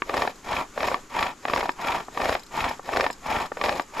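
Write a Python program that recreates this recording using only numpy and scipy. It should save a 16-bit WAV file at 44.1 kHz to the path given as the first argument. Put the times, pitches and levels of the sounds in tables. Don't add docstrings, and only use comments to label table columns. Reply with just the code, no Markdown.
import sys
import numpy as np
from scipy import signal
from scipy.fft import rfft, irfft
from scipy.io import wavfile

SR = 44100
rng = np.random.default_rng(int(sys.argv[2]) if len(sys.argv) > 2 else 0)


def persist_wave(psi):
    counts = np.round(np.clip(psi, -1, 1) * 32767).astype(np.int16)
    wavfile.write(sys.argv[1], SR, np.atleast_2d(counts).T)


N = 176400
T = np.arange(N) / SR

# start_s, end_s, gain_db, rasp_gain_db
PUSH_STROKES = [(.03, .355, 0, -15.5), (.715, 1.03, -1.5, -8), (1.4, 1.75, -1, -7.5), (2.1, 2.44, 0.5, -10),
                (2.81, 3.15, -0.5, -6.5), (3.53, 3.875, -1, -12)]
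PULL_STROKES = [(.42, .675, 0.5, 2.5), (1.085, 1.355, 1, 5.5), (1.75, 2.06, 0, 2.5), (2.495, 2.775, 1.5, 1),
                (3.21, 3.5, 2, -2.5), (3.91, 4.2, 2.5, -7)]
PUSH_SPOT_TIMES = [.18, .885, 1.537, 2.257, 2.972, 3.69]
PULL_SPOT_TIMES = [.531, 1.23, 1.886, 2.607, 3.327, 4.03]
# start_s, body_gain_db, chatter_hz, crack_gain_db
CATCHES = [(0.02, -14, 1150, -21), (0.094, -14, 780, -26), (0.14, -13.5, 1170, -27.5),
           (0.167, -13, 595, -27), (0.176, -18, 939, -23), (0.22, -11.5, 980, -20.5),
           (0.249, -17.5, 560, -40), (0.275, -11.5, 827, -24.5), (0.776, -13.5, 588, -29.5),
           (0.805, -18, 1150, -24), (0.83, -10.5, 649, -23), (0.841, -13.5, 950, -32),
           (0.875, -14.5, 605, -26), (0.884, -13, 1004, -30), (0.915, -12.5, 540, -53),
           (0.943, -10.5, 998, -22), (1.452, -14, 844, -24), (1.482, -16.5, 588, -26),
           (1.498, -14.5, 1200, -29), (1.535, -9.5, 940, -20.5), (1.561, -12, 1000, -25),
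           (1.577, -15.5, 805, -26), (1.606, -15, 940, -25.5), (1.628, -13, 870, -39),
           (1.656, -15, 770, -36), (1.692, -10.5, 946, -22.5), (2.083, -24.5, 760, -65),
           (2.174, -14.5, 1144, -27.5), (2.201, -13.5, 674, -31), (2.217, -18, 1170, -26),
           (2.243, -25, 640, -26), (2.255, -10.5, 700, -31), (2.293, -10.5, 890, -22.5),
           (2.325, -16, 604, -22.5), (2.351, -13, 780, -21), (2.794, -22, 770, -64), (2.89, -15, 810, -36),
           (2.935, -17, 1170, -28.5), (2.961, -15, 644, -23), (2.97, -11, 715, -21.5),
           (2.997, -9.5, 717, -27), (3.008, -13.5, 1023, -16.5), (3.04, -13.5, 610, -23),
           (3.064, -11.5, 913, -21), (3.101, -18.5, 723, -28.5), (3.518, -16, 856, -38.5),
           (3.57, -20, 530, -33.5), (3.613, -15.5, 1140, -21), (3.638, -11.5, 542, -19.5),
           (3.659, -20, 882, -22), (3.683, -13.5, 618, -30), (3.692, -11.5, 787, -19.5),
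           (3.796, -11.5, 875, -23.5)]
BODY_SLIPS = [-7.5, -2.5, -7, -8.5, -12.5]
CRACK_SLIPS = [-12.5, 1.5, -11, -5, -20]
# start_s, gain_db
TICK_EVENTS = [(0.3561, -38.5), (0.8988, -33), (1.6955, -38), (1.716, -34), (2.0487, -37.5), (2.323, -28),
               (2.3944, -31), (2.4333, -32), (2.4643, -37), (2.568, -28), (3.1082, -28.5), (3.1278, -28),
               (3.4174, -28.5), (3.4595, -30.5), (3.637, -26.5), (3.8191, -32.5)]
# pitch_hz, t60_s, gain_db
RING_MODES = [(5080, .018, -4), (4300, .006, -3), (7250, .006, -1), (11700, .008, -14)]
# centre_hz, width_hz, lift_db
WOOD_RESONANCES = [(265, 48, 7), (366.5, 21, 4), (730, 68, 2), (959, 28, 5), (1152, 87, 6.5), (1620, 53, 2),
                   (1810, 146, 6.5), (2397, 460, 4.5), (2784, 220, -4), (3920, 300, 2.5), (5250, 610, 6),
                   (6030, 270, -9), (6780, 1250, 5.5), (10300, 250, 9), (10880, 300, -10)]
PULL_RESONANCES = [(930, 80, 1.5), (1361, 23, 12), (2320, 110, 3), (3300, 170, 3)]
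# frequency_hz, gain_db
AIR_SPECTRUM = [(25, 9), (65, -5), (120, -4.5), (260, -0.5), (400, -1.5), (650, -13), (1200, -4),
                (1700, -11), (4000, -17.5), (5700, -16), (7100, -11), (8800, -26), (12000, -25),
                (14000, -39)]
DUST_SPECTRUM = [(200, -2), (900, 4.5), (2400, 0.5), (4500, -5), (7000, -11.5), (9000, -24.5), (12500, -10),
                 (14000, -46)]
BODY_SPECTRUM = [(60, -23), (200, -4.5), (450, 7.5), (900, 1.5), (1800, -2.5), (4000, -16.5)]
CRACK_SPECTRUM = [(700, -40), (1200, -16), (1700, -1.5), (2500, -2.5), (4000, -9.5), (5400, -13.5),
                  (8000, -30.5), (13000, -38)]
RASP_SPECTRUM = [(150, -11.5), (500, -3), (1000, 6.5), (1700, 1), (2500, 5), (4200, -5.5), (5500, -16.5),
                 (8000, -21), (13000, -38)]
PUSH_SPECTRUM = [(60, -15.5), (150, -8), (300, -5.5), (550, 7), (900, 2.5), (1500, -13), (3000, -13),
                 (5000, -32), (8500, -29.5), (13000, -45)]
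PULL_SPECTRUM = [(60, -30.5), (150, -6), (300, -7.5), (550, -2), (900, 4.5), (1500, -10), (3000, -13),
                 (5000, -33), (8500, -33.5), (13000, -46)]
SIDE_SPECTRUM = [(60, -24), (250, -23), (550, -16), (1000, -11.5), (4000, -10), (12000, -8.5)]

PEAK_TURNS_PER_S, THUMP_LAG_TURNS = 27, .17
GRIP = 1.366
CRACK_SLOW_HZ, CRACK_FAST_HZ = 2870, 6300
TAIL_T60_S, TAIL_GAIN_DB, LEFT_OVER_RIGHT_DB = .35, -21, 1.03


def undb(db):
    return 10 ** (np.asarray(db) / 20)


def unit(x):
    return x / np.sqrt(np.mean(x ** 2) + 1e-18)


def band(x, hz, kind, order=2):
    return signal.sosfilt(signal.butter(order, hz, kind, fs=SR, output="sos"), x)


def colour(x, spectrum, resonances=(), size=4096):
    freq = np.maximum(np.fft.rfftfreq(size, 1 / SR), 1)
    hz, db = np.array(spectrum, float).T
    slope_db = np.interp(np.log(freq), np.log(hz), db)
    peaks_db = sum(lift / (1 + (2 * (freq - centre) / width) ** 2) for centre, width, lift in resonances)
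    cepstrum = irfft(np.log(undb(slope_db + peaks_db)))
    cepstrum[1:size // 2] *= 2
    cepstrum[size // 2 + 1:] = 0
    return signal.fftconvolve(x, irfft(np.exp(rfft(cepstrum))))[:len(x)]


def waver(hz):
    return unit(band(rng.standard_normal(N), hz, "low"))


def add(out, start_s, sound):
    i = int(start_s * SR)
    out[i:i + len(sound)] += sound[:max(N - i, 0)]


def grains(per_s, spread_db):
    clicks = (rng.random(N) < per_s / SR) * rng.choice([-1, 1], N)
    return clicks * undb(spread_db * rng.standard_normal(N))


def air():
    return unit(colour(rng.standard_normal(N), AIR_SPECTRUM)) * undb(-48 + 1.2 * waver(hz=7.1))


def scatter(x, decay_s, size=8192):
    cloud = rng.standard_normal(size) * np.exp(-T[:size] / decay_s) * (T[:size] > .0015)
    return signal.fftconvolve(x, cloud / np.linalg.norm(cloud))[:N]


def ticks(scratch_s=.0051, size=4096):
    out, t = np.zeros(N), T[:size]
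    ring = sum(undb(db) * np.exp(-np.log(1000) * t / t60) * np.sin(2 * np.pi * hz * t)
               for hz, t60, db in RING_MODES)
    for start_s, gain_db in TICK_EVENTS:
        scratch = rng.standard_normal(size) * np.exp(-t / scratch_s)
        tick = signal.fftconvolve(scratch, ring)[:size]
        add(out, start_s, tick / abs(tick).max() * undb(gain_db - 2.5))
    return out


def dust(speed, resonances):
    grit = grains(per_s=2300, spread_db=3) + .19 * rng.standard_normal(N)
    hiss = unit(colour(grit, DUST_SPECTRUM, resonances))
    return hiss * undb(-37.5 + 3.3 * waver(hz=42)) * speed ** 1.5


def knocks(speed, jitter_periods=.12, size=2048):
    out = np.zeros(N)
    for start_s, body_db, chatter_hz, crack_db in CATCHES:
        jitter = jitter_periods * rng.standard_normal(len(BODY_SLIPS))
        at = (np.arange(len(BODY_SLIPS)) + jitter) * SR / chatter_hz
        at = (at - at.min()).astype(int)
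        slips, snaps = np.zeros((2, size))
        slips[at], snaps[at] = -undb(BODY_SLIPS), -undb(CRACK_SLIPS)
        top_hz = CRACK_SLOW_HZ + (CRACK_FAST_HZ - CRACK_SLOW_HZ) * np.interp(start_s, T, speed) ** 2
        body = band(colour(slips, BODY_SPECTRUM, WOOD_RESONANCES), 1350, "low", order=4)
        crack = band(colour(snaps, CRACK_SPECTRUM, WOOD_RESONANCES), top_hz, "low", order=4)
        add(out, start_s, undb(body_db - 1) * body / abs(body).max())
        add(out, start_s, undb(crack_db + 7.5) * crack / abs(crack).max())
    return out


def bow(strokes, spot_times):
    speed, gain, bite, turns = np.zeros((4, N))
    for (start_s, end_s, gain_db, rasp_db), spot_s in zip(strokes, spot_times):
        on = (T > start_s) & (T < end_s)
        omega = np.pi / (end_s - start_s)
        phase = omega * (T[on] - start_s)
        speed[on], gain[on], bite[on] = np.sin(phase), undb(gain_db), undb(rasp_db)
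        turns[on] = PEAK_TURNS_PER_S / omega * (np.cos(omega * (spot_s - start_s)) - np.cos(phase))
    return speed, gain, bite, turns


def high_spot(turns, width_turns):
    offset = (turns + .5) % 1 - .5
    return np.exp(-(offset / width_turns) ** 2)


def grind(motion, spectrum, resonances, rub_db, rasp_db, speed_power):
    speed, gain, bite, turns = motion
    rub = unit(colour(grains(per_s=8000, spread_db=2), spectrum, resonances))
    rub *= undb(rub_db + 2.6 * waver(hz=57)) * np.tanh(GRIP * speed ** speed_power)
    rasp = unit(colour(grains(per_s=8000, spread_db=2), RASP_SPECTRUM, resonances))
    rasp *= undb(rasp_db) * bite * high_spot(turns, width_turns=.099) * speed ** 5
    shove = high_spot(turns - THUMP_LAG_TURNS, width_turns=.12) * speed ** 3
    shove *= undb(-25.5 + 2.5 * waver(hz=58))
    thump = band(gain * shove, 70, "high")
    return gain * (rub + rasp + dust(speed, resonances)) + thump


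def scene():
    pushing, pulling = bow(PUSH_STROKES, PUSH_SPOT_TIMES), bow(PULL_STROKES, PULL_SPOT_TIMES)
    push = grind(pushing, PUSH_SPECTRUM, WOOD_RESONANCES, rub_db=-28, rasp_db=-17.5, speed_power=2.58)
    pull = grind(pulling, PULL_SPECTRUM, WOOD_RESONANCES + PULL_RESONANCES,
                 rub_db=-27.5, rasp_db=-26, speed_power=1.81)
    drill = push + pull + knocks(speed=pushing[0]) + ticks()
    mid = drill + air()
    side = colour(scatter(mid, decay_s=.01), SIDE_SPECTRUM)
    tail = np.array([scatter(band(drill, 350, "high"), TAIL_T60_S / np.log(1000)) for _ in range(2)])
    balance = undb([[LEFT_OVER_RIGHT_DB / 2], [-LEFT_OVER_RIGHT_DB / 2]])
    return np.array([mid + side, mid - side]) * balance + undb(TAIL_GAIN_DB) * tail


def record(dry):
    return signal.sosfilt(signal.ellip(8, .2, 80, 13900, fs=SR, output="sos"), dry)


dry = scene()
out = record(dry)
persist_wave(out)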